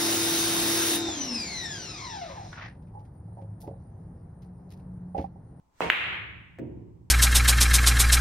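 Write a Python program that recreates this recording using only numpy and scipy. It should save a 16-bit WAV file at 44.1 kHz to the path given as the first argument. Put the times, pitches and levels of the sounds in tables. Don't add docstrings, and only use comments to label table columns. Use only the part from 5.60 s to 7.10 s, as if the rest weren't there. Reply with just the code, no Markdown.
import sys
import numpy as np
from scipy import signal
from scipy.fft import irfft
from scipy.io import wavfile
from scipy.ndimage import uniform_filter1d, minimum_filter1d

SR = 44100
rng = np.random.default_rng(int(sys.argv[2]) if len(sys.argv) > 2 else 0)


def log_audio(samples):
    frames = np.atleast_2d(samples).T
    limited = np.clip(frames, -1, 1)
    pcm = np.round(limited * 32767).astype(np.int16)
    wavfile.write(sys.argv[1], SR, pcm)


N = 66150
T = np.arange(N) / SR
DECAY_60_DB = np.log(1000)


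def amp(db):
    return 10 ** (np.asarray(db) / 20)


def read(points, hz):
    table_hz, value = np.transpose(points)
    return np.interp(np.log(hz + 1), np.log(table_hz + 1), value)


def place(start_s, sound, pan_db=0):
    stereo = sound * np.ones((2, 1))
    delay = max(round(start_s * SR), 0)
    late = np.pad(stereo, ((0, 0), (delay, N)))[:, :N]
    return late * amp([[pan_db / 2], [-pan_db / 2]])


def pulse(spectrum, lag_s=0, lag_hz=1000):
    hz = np.fft.fftfreq(16384, 1 / SR)
    log_gain = np.log(amp(read(spectrum, abs(hz))))
    minimum_phase = np.conj(signal.hilbert(log_gain))
    dispersion = -2j * np.pi * lag_s * lag_hz * np.arctan(hz / lag_hz)
    click = np.fft.ifft(np.exp(minimum_phase + dispersion)).real[:len(hz) // 2]
    return click / abs(click).max()


# (frequency [Hz], correlation [-1 to 1])
CORRELATION = [(60, .9), (150, 0.7), (300, 0.5), (550, -.1), (1200, .05), (2400, 0.1), (5000, 0),
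               (9000, -.2), (15000, 0)]


def diffuse(spectrum):
    hz = np.fft.rfftfreq(N, 1 / SR)
    mid, side = np.exp(2j * np.pi * rng.random((2, len(hz))))
    correlation = np.clip(read(CORRELATION, hz), -1, 1)
    mid = mid * np.sqrt(1 + correlation)
    side = side * np.sqrt(1 - correlation)
    noise = irfft(np.array([mid + side, mid - side]) * amp(read(spectrum, hz)), N)
    return noise / noise.std()


SCATTER_S = .008


def scatter(spectrum):
    onset = np.minimum(T / .001, 1)
    return diffuse(spectrum) * np.exp(-T / SCATTER_S) * onset


# (frequency [Hz], t60 [s])
ROOM_DECAY = [(80, 1.0), (300, 0.98), (700, 0.8355), (2000, 0.9445), (3500, 0.82), (6000, 0.5671),
              (9000, .5), (15000, 0.27)]
ROOM_GAP_S, ROOM_BUILD_S = 0.00092, 0.0071


def room(spectrum):
    hz, t, bands = signal.stft(diffuse(spectrum), SR, nperseg=512)
    decay = np.exp(-DECAY_60_DB * t / read(ROOM_DECAY, hz)[:, None])
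    tail = signal.istft(bands * decay, SR)[1][:, :N]
    build_up = 1 - np.exp(-np.maximum(T - ROOM_GAP_S, 0) / ROOM_BUILD_S)
    return tail * build_up


def ring(modes, rise_s, apart_hz):
    phases = rng.uniform(0, 2 * np.pi, len(modes))
    offsets = rng.standard_normal((len(modes), 2, 1))
    tones = 0
    for (hz, db, t60), phase, offset in zip(modes, phases, offsets):
        decay = amp(db) * np.exp(-DECAY_60_DB * T / t60)
        tones = tones + decay * np.sin(2 * np.pi * hz * T + phase + offset * hz / apart_hz)
    return tones * (1 - np.exp(-T / rise_s))


# (frequency [Hz], level [dB])
FLOOR_SPECTRUM = [(25, -1.5), (65, 5), (120, -2.5), (250, -8.5), (500, -14), (950, -8.5), (1500, -25.5),
                  (4000, -33), (8000, -31.5), (11000, -39.5), (15000, -38)]
FLOOR_DB = -67.5


def background():
    return amp(FLOOR_DB) * diffuse(FLOOR_SPECTRUM)


CUE_S = .2056
SLIDE_DB, SLIDE_RISE_DB_PER_S = -60, 277.5
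# (frequency [Hz], level [dB])
SLIDE_SPECTRUM = [(100, -10), (1300, 6.5), (2500, 0), (4500, -3.5), (8500, -3), (11000, -21.5),
                  (14000, -10.5), (16500, -20)]


def slide():
    level_db = SLIDE_DB - SLIDE_RISE_DB_PER_S * abs(T - CUE_S)
    return amp(level_db) * diffuse(SLIDE_SPECTRUM)


# (frequency [Hz], level [dB])
CUE_SPECTRUM = [(20, -62), (70, -41.5), (200, -10.5), (450, -4.5), (780, -0.5), (1300, -7.5), (1900, -18.5),
                (2700, -23), (3700, -41), (9000, -38.5), (11000, -53), (15000, -39)]
# (frequency [Hz], level [dB])
CUE_ROOM_SPECTRUM = [(20, -50.5), (60, -25.5), (120, -7.5), (250, -5.5), (330, -1.5), (700, 0), (950, -2),
                     (1500, -10), (2600, -8.5), (3800, -21.5), (5200, -27), (9500, -30.5), (10500, -56.5),
                     (11800, -52.5), (13000, -32), (16000, -42)]
# (frequency [Hz], level [dB], t60 [s])
SHAFT_MODES = [(171.6, -36, 0.51), (455, -33.5, 0.5), (733.2, -37, .3), (922, -35.5, .4),
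               (1814, -34.5, 0.27), (2213, -38, .5), (2585, -22.5, .05), (3000, -45.5, .24),
               (3237, -39, .17), (4080, -40, .1)]
CUE_DB, CUE_SCATTER_DB = -14.5, -17.5
CUE_ROOM_DB = -27
CUE_LAG_S, CUE_LAG_HZ = 0.00174, 805
SHAFT_DELAY_S = .009


def cue():
    click = amp(CUE_DB) * pulse(CUE_SPECTRUM, CUE_LAG_S, CUE_LAG_HZ)
    knock = place(CUE_S, click, pan_db=-4.5)
    shaft = place(CUE_S + SHAFT_DELAY_S, ring(SHAFT_MODES, rise_s=0.0037, apart_hz=894), pan_db=-4)
    scattered = amp(CUE_DB + CUE_SCATTER_DB) * scatter(CUE_ROOM_SPECTRUM)
    reverberant = amp(CUE_ROOM_DB) * room(CUE_ROOM_SPECTRUM)
    return knock + shaft + place(CUE_S, scattered + reverberant, pan_db=-1.5)


# (time [s], level [dB])
ROLL_COURSE = [(.2, -55), (.3, -45), (.55, -48), (.75, -49), (.95, -56.5), (1.02, -50), (1.14, -43),
               (1.3, -48), (1.5, -54)]
# (frequency [Hz], level [dB])
ROLL_SPECTRUM = [(20, -41.5), (42, -23), (68, 3.5), (82, -4), (98, 1.5), (118, 2), (145, -9.5), (172, 0),
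                 (210, -14.5), (340, -14), (500, -27.5), (700, -39), (920, -28.5), (1400, -57), (3500, -75),
                 (9000, -91.5)]


def rolling():
    level_db = np.interp(T, *np.transpose(ROLL_COURSE))
    level = amp(level_db) * (T > CUE_S)
    return place(0, level * diffuse(ROLL_SPECTRUM), pan_db=-1.5)


# (frequency [Hz], level [dB])
CRACK_SPECTRUM = [(20, -41.5), (60, -16.5), (110, -25), (300, -14), (600, -13), (1100, -9.5), (1600, 0.5),
                  (1980, 3.5), (2380, -8.5), (2800, -0.5), (3250, -10), (4000, -21.5), (5200, -49.5),
                  (6500, -33), (8500, -52), (10800, -71.5), (13500, -58), (15100, -32.5), (16500, -54)]
# (frequency [Hz], level [dB])
CRACK_ROOM_SPECTRUM = [(20, -47.5), (100, -24), (350, -23), (750, -12), (1300, -6.5), (2200, 0), (2900, -3),
                       (3900, -15.5), (5100, -35), (7000, -35), (9600, -35.5), (10400, -65), (11800, -61.5),
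                       (12600, -39.5), (14800, -28), (16200, -49)]
# (delay [s], level [dB], left-right difference [dB])
CRACK_ECHOES = [(.0032, -22, 0.5), (.0078, -18, -3.5), (0.0231, -18, 0), (0.0325, -17, 1), (.0345, -21, 1),
                (.070, -26, -2)]
CRACK_S = .3006
CRACK_DB, CRACK_SCATTER_DB = 10, -19
CRACK_ROOM_DB = -17
CRACK_LAG_S, CRACK_LAG_HZ = .0005, 2460


def crack():
    click = amp(CRACK_DB) * pulse(CRACK_SPECTRUM, CRACK_LAG_S, CRACK_LAG_HZ)
    direct = place(CRACK_S, click, pan_db=-1)
    echoes = sum(place(CRACK_S + delay, amp(db) * click, pan) for delay, db, pan in CRACK_ECHOES)
    scattered = amp(CRACK_DB + CRACK_SCATTER_DB) * scatter(CRACK_ROOM_SPECTRUM)
    reverberant = amp(CRACK_ROOM_DB) * room(CRACK_ROOM_SPECTRUM)
    return direct + echoes + place(CRACK_S, scattered + reverberant)


# (time [s], peak level [dB])
TICK_TIMES = [(0.9873, -37), (0.9948, -41)]
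# (frequency [Hz], level [dB])
TICK_SPECTRUM = [(40, -25), (200, -9), (1000, -12.5), (1850, -2.5), (2400, -9.5), (3200, -23.5),
                 (5000, -30.5), (8000, -28.5), (11000, -49), (15000, -29)]
# (frequency [Hz], level [dB])
PUSH_SPECTRUM = [(30, -38), (95, 2), (170, -1), (230, -6), (315, 9), (460, -2), (560, -13), (660, -9.5),
                 (900, -25.5), (1400, -51), (4000, -81)]
# (frequency [Hz], level [dB], t60 [s])
RAIL_MODES = [(98.4, -46, 0.39), (112, -47.5, 2), (125.2, -41, 1.4), (179.4, -42, 0.21), (235, -40, 0.64),
              (312, -35.5, 0.7), (354, -39, 0.9), (453.6, -37.5, 0.18), (527.5, -38, 0.29),
              (658, -42, 0.18), (937, -57, 0.35)]
# (frequency [Hz], level [dB])
THUD_ROOM_SPECTRUM = [(20, -36), (35, -33), (60, -9), (120, -5), (190, -5.5), (330, 2), (500, -8.5),
                      (750, -20), (1200, -37), (2200, -47), (4000, -81.5), (9000, -96)]
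CUSHION_S = 0.98
TICK_SCATTER_DB = -12.5
PUSH_DB, PUSH_LAG_S, PUSH_LAG_HZ = -34, .034, 328.7
RAIL_DELAY_S, RAIL_RISE_S = 0.004584, 0.017
THUD_ROOM_DB, THUD_ROOM_DELAY_S = -37, .013


def cushion():
    ticks = 0
    for tick_s, db in TICK_TIMES:
        click = place(tick_s, amp(db) * pulse(TICK_SPECTRUM))
        scattered = place(tick_s, amp(db + TICK_SCATTER_DB) * scatter(TICK_SPECTRUM))
        ticks = ticks + click + scattered
    push = place(CUSHION_S, amp(PUSH_DB) * pulse(PUSH_SPECTRUM, PUSH_LAG_S, PUSH_LAG_HZ))
    modes = ring(RAIL_MODES, rise_s=RAIL_RISE_S, apart_hz=690)
    rail = place(CUSHION_S + RAIL_DELAY_S, modes, pan_db=-3.0)
    tail = amp(THUD_ROOM_DB) * room(THUD_ROOM_SPECTRUM)
    reverberant = place(CUSHION_S + THUD_ROOM_DELAY_S, tail, pan_db=-2.0)
    return ticks + push + rail + reverberant


def scene():
    return background() + slide() + cue() + rolling() + crack() + cushion()


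CEILING_DB, RECOVER_DB_PER_S = -0.5, 45.5
EDGE_HZ = 16500


def record(dry):
    peak_db = 20 * np.log10(abs(dry).max(0) + 1e-9)
    over_db = np.maximum(peak_db - CEILING_DB, 0)
    fall_db = T * RECOVER_DB_PER_S
    reduction_db = np.maximum.accumulate(over_db + fall_db) - fall_db
    gain_db = uniform_filter1d(minimum_filter1d(-reduction_db, size=65), size=65)
    low_pass = signal.firwin(511, EDGE_HZ, window=("kaiser", 9), fs=SR)
    return signal.oaconvolve(dry * amp(gain_db), low_pass[None], "same")


dry = scene()
out = record(dry)
log_audio(out)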